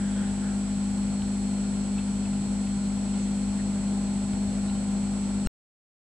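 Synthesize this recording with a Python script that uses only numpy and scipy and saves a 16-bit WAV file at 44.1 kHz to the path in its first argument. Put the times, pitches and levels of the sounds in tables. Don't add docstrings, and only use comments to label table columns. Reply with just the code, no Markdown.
import sys
import numpy as np
from scipy import signal
from scipy.fft import rfft, irfft
from scipy.io import wavfile

SR = 44100
rng = np.random.default_rng(int(sys.argv[2]) if len(sys.argv) > 2 else 0)


def to_wav(s):
    ch = np.atleast_2d(s).T
    pcm = np.round(np.clip(ch, -1, 1) * 32767)
    wavfile.write(sys.argv[1], SR, pcm.astype(np.int16))


N = 268112
T = np.arange(N) / SR
FREQS = np.maximum(np.arange(N // 2 + 1) * SR / N, 1)
CONTACT_TOP_HZ = 4120


# multiple of the mains, level in dB, left minus right in dB.
HUM_HARMONICS = [(1, -42.5, 5), (2, -44.5, 1), (4, -28, 2), (5, -39, 3), (6, -53.5, -1.5), (7, -57, 8.5),
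                 (8, -56, 0.5), (10, -60, 8.5), (27, -71.5, 15), (28, -66.5, 4.5)]

def pump(mains_hz=50, motor_hz=44.6, waver_db=0.16, buzz_db=-79):
    hum = sum(tone(multiple * mains_hz) * undb(db + waver_db * drift(12)) * pan(balance_db)
              for multiple, db, balance_db in HUM_HARMONICS)
    multiples = np.arange(39, 68)
    scatter = np.clip(rng.standard_normal((len(multiples), 2)), -2, 1.5)
    buzz = sum(tone(multiple * mains_hz) * undb(buzz_db + 4 * level) * pan(4 + 5 * balance)
               for multiple, (level, balance) in zip(multiples, scatter))
    motor = tone(motor_hz) * undb(-55) * pan(5)
    return hum + buzz + motor


# frequency in Hz, density in dB per Hz.
RUSH_SPECTRUM = [(25, -79.5), (55, -74.5), (110, -67.5), (145, -60.5), (180, -61), (215, -58.5),
                 (275, -70.5), (470, -76), (610, -72), (880, -77), (1150, -82), (2200, -86.5),
                 (6000, -87.5), (11000, -94.5)]
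# frequency in Hz, side minus mid in dB, left minus right in dB.
RUSH_SPREAD = [(70.5, -2, 14.5), (160, -9, -1), (300, -19.5, 4), (640, -1.5, 1.5), (1200, -4, 0.4),
               (3200, -1.5, 3), (6000, 2.5, 0.4), (10000, 0, 2)]

def water(flicker_db=1.06):
    hz, side_db, balance_db = np.transpose(RUSH_SPREAD)
    side_gain = undb(over_pitch(hz, side_db))
    mid, side = rfft(rng.standard_normal((2, N))) * np.sqrt(SR / 2)
    white = np.array([mid + side_gain * side, mid - side_gain * side]) / np.sqrt(1 + side_gain ** 2)
    density = undb(over_pitch(*np.transpose(RUSH_SPECTRUM)))
    spectrum = white * density * pan(over_pitch(hz, balance_db))
    midrange = irfft(spectrum * abs(resonance(620, 580)), N)
    midrange_gain = undb(flow_db() + flicker_db * drift(18))
    return irfft(spectrum, N) + midrange * (midrange_gain - 1)


def flow_db(start_db=-1.2, pickup_db=1.44):
    return start_db + pickup_db * ease(middle_s=3.5, scale_s=.25)


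# frequency in Hz, width in Hz, level in dB at a flow of 0 dB.
TANK_MODES = [(145.9, 13, -52.5), (164.6, 19, -53.5), (623, 110, -59), (778.5, 22, -57.5), (814.2, 18, -58),
              (845, 20, -64), (898, 20, -63), (1037, 70, -64)]

def tank():
    ringing = sum(band_noise(hz, width_hz) * undb(db) for hz, width_hz, db in TANK_MODES)
    return ringing * undb(flow_db()) * pan(2.3)


# frequency in Hz, level in dB, left minus right in dB, left lead in radians.
WHINE_TONES = [(7867, -49, -1.8, 0), (8265, -56.7, -8, 1)]

def camera_whine(frame_hz=30, first_flip_s=.0105, flutter_db=0.44):
    flip = signal.square(np.pi * frame_hz * (T - first_flip_s))
    return flip * sum(tone(hz, lead_rad) * undb(db + flutter_db * drift(25)) * pan(balance_db)
                      for hz, db, balance_db, lead_rad in WHINE_TONES)


# frequency in Hz, wander in Hz, level in dB, left minus right in dB.
THIN_TONES = [(4867, 5, -71, -5), (6089, 6, -74, 0), (6691, 7, -73, 6), (7303, 7, -60.5, -6),
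              (9135, 10, -73, 0)]
# centre in Hz, nominal width in Hz, level in dB, left minus right in dB.
HISS_BANDS = [(1428, 220, -63.5, 2), (4190, 750, -67, 9.5), (7830, 2600, -58.5, -17.5),
              (8750, 245.4, -64.5, -16)]

def electronics(settled_db=-60, flutter_db=0.44, hiss_width_scale=0.58):
    thin = sum(tone(hz + wander_hz * drift(2.1)) * undb(db) * pan(balance_db)
               for hz, wander_hz, db, balance_db in THIN_TONES)
    fade_db = settled_db - 6.5 * (1 - ease(middle_s=.72, scale_s=.2))
    overshoot_db = 2 * swell(middle_s=1.35, half_width_s=.4)
    swelling = tone(4259 + 5 * drift(3.5)) * undb(fade_db + overshoot_db + flutter_db * drift(13))
    hiss = sum(band_noise(hz, width_hz * hiss_width_scale) * undb(db) * pan(balance_db)
               for hz, width_hz, db, balance_db in HISS_BANDS)
    return thin + swelling * pan(8.5) + hiss


# start in seconds, ring level in dB.
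GLASS_TICKS = [(1.981, -42.5), (1.989, -45), (2.253, -45.5), (2.331, -51.5), (2.67, -49)]

def ticks(ring_hz=2620, rise_s=0.0029):
    crack = undb(-2) * band_noise(2500, 3600)
    out = 0
    for start_s, db in GLASS_TICKS:
        ring = np.sin(2 * np.pi * ring_hz * (T - start_s))
        out += undb(db) * contact(start_s, rise_s) * (ring + crack)
    return low_pass(out, CONTACT_TOP_HZ) * pan(2)


# start in seconds, thump level in dB, unfiltered click level in dB.
CAMERA_BUMPS = [(1.2195, -32.5, -38), (3.495, -34, -56), (4.334, -35, -43.5), (4.473, -33, -56),
                (4.698, -31, -37.5)]

def bumps(body_hz=85, thump_rise_s=0.0054, click_rise_s=.0008):
    casing = band_noise(2700, 3400)
    thumps = clicks = 0
    for start_s, thump_db, click_db in CAMERA_BUMPS:
        rocking = np.sin(2 * np.pi * body_hz * (T - start_s))
        thumps += undb(thump_db) * contact(start_s, thump_rise_s) * rocking
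        clicks += undb(click_db) * contact(start_s, click_rise_s) * casing
    return thumps * pan(5.4) + low_pass(clicks, CONTACT_TOP_HZ) * pan(2)


def chirp(start_s=4.682, start_hz=3870, glide_hz_per_s=14000, roughness=.55):
    hz = start_hz + glide_hz_per_s * np.clip(T - start_s, 0, .04)
    envelope = undb(-47.5) * contact(start_s, rise_s=.006)
    return tone(hz) * envelope * (1 + roughness * drift(250))


# middle in seconds, half-width in seconds, centre in Hz, width in Hz, level in dB.
RUSTLE_SWELLS = [(.04, 0.15, 1600, 664, -51), (.235, 0.094, 1576, 661, -48.5), (0.169, .15, 3300, 600, -55),
                 (.475, 0.073, 1505, 403, -48), (3.182, 0.11, 2760, 3000, -52.5),
                 (3.226, .036, 6700, 1590, -55), (3.6, 0.013, 1740, 600, -47)]

def rustles():
    out = 0
    for middle_s, half_width_s, hz, width_hz, db in RUSTLE_SWELLS:
        left, right, both = (band_noise(hz, width_hz) for _ in range(3))
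        diffuse = (np.array([left, right]) + both) / np.sqrt(2)
        out += undb(db) * swell(middle_s, half_width_s) * diffuse
    return out * pan(1.5)


def stuck_buffer(loop_samples=32, decay_samples=2.2, whine_cycles=6):
    position = np.arange(N) % loop_samples
    spike = undb(-25.5) * np.exp(-position / decay_samples)
    whine = undb(-42) * np.cos(2 * np.pi * whine_cycles * position / loop_samples)
    return -(spike + whine * pan(-3))


def undb(db):
    return 10 ** (np.asarray(db) / 20)


def pan(balance_db):
    return undb(np.array([[.5], [-.5]]) * balance_db)


def over_pitch(hz, values):
    return np.interp(np.log(FREQS), np.log(hz), values)


def resonance(hz, width_hz):
    return 1 / (1 + 1j * (FREQS / hz - hz / FREQS) * hz / width_hz)


def band_noise(hz, width_hz):
    noise = irfft(rfft(rng.standard_normal(N)) * resonance(hz, width_hz) ** 2, N)
    return noise / noise.std()


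def drift(rate_hz):
    response = np.exp(-(FREQS / (rate_hz + 1)) ** 2) * (FREQS > 1)
    motion = irfft(rfft(rng.standard_normal(N)) * response, N)
    return motion / motion.std()


def tone(hz, lead_rad=0):
    phase = 2 * np.pi * (np.cumsum(hz + np.zeros(N)) / SR + rng.random())
    return np.sqrt(2) * np.sin([phase + lead_rad, phase])


def contact(start_s, rise_s):
    age = np.maximum(T - start_s, 0) / rise_s
    return age * np.exp(1 - age)


def swell(middle_s, half_width_s):
    return np.exp(-((T - middle_s) / half_width_s) ** 2)


def ease(middle_s, scale_s):
    return (1 + np.tanh((T - middle_s) / scale_s)) / 2


def low_pass(x, hz):
    return signal.sosfilt(signal.ellip(10, .1, 70, hz, fs=SR, output="sos"), x + 1e-18)


def scene():
    steady = pump() + water() + tank() + camera_whine() + electronics()
    return steady + ticks() + bumps() + chirp() + rustles()


def record(dry, stick_s=5.4618, slide_s=.0022, mute_s=5.4721, top_hz=10900, mute_top_hz=15800):
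    slide = np.clip((T - stick_s) / slide_s, 0, 1)
    offset = -undb(-21) * pan(3)
    sticking = (1 - slide) * dry + slide * offset + stuck_buffer() * (T > stick_s)
    muted = low_pass(sticking, top_hz) * (T < mute_s)
    return low_pass(muted, mute_top_hz)


dry = scene()
out = record(dry)
to_wav(out)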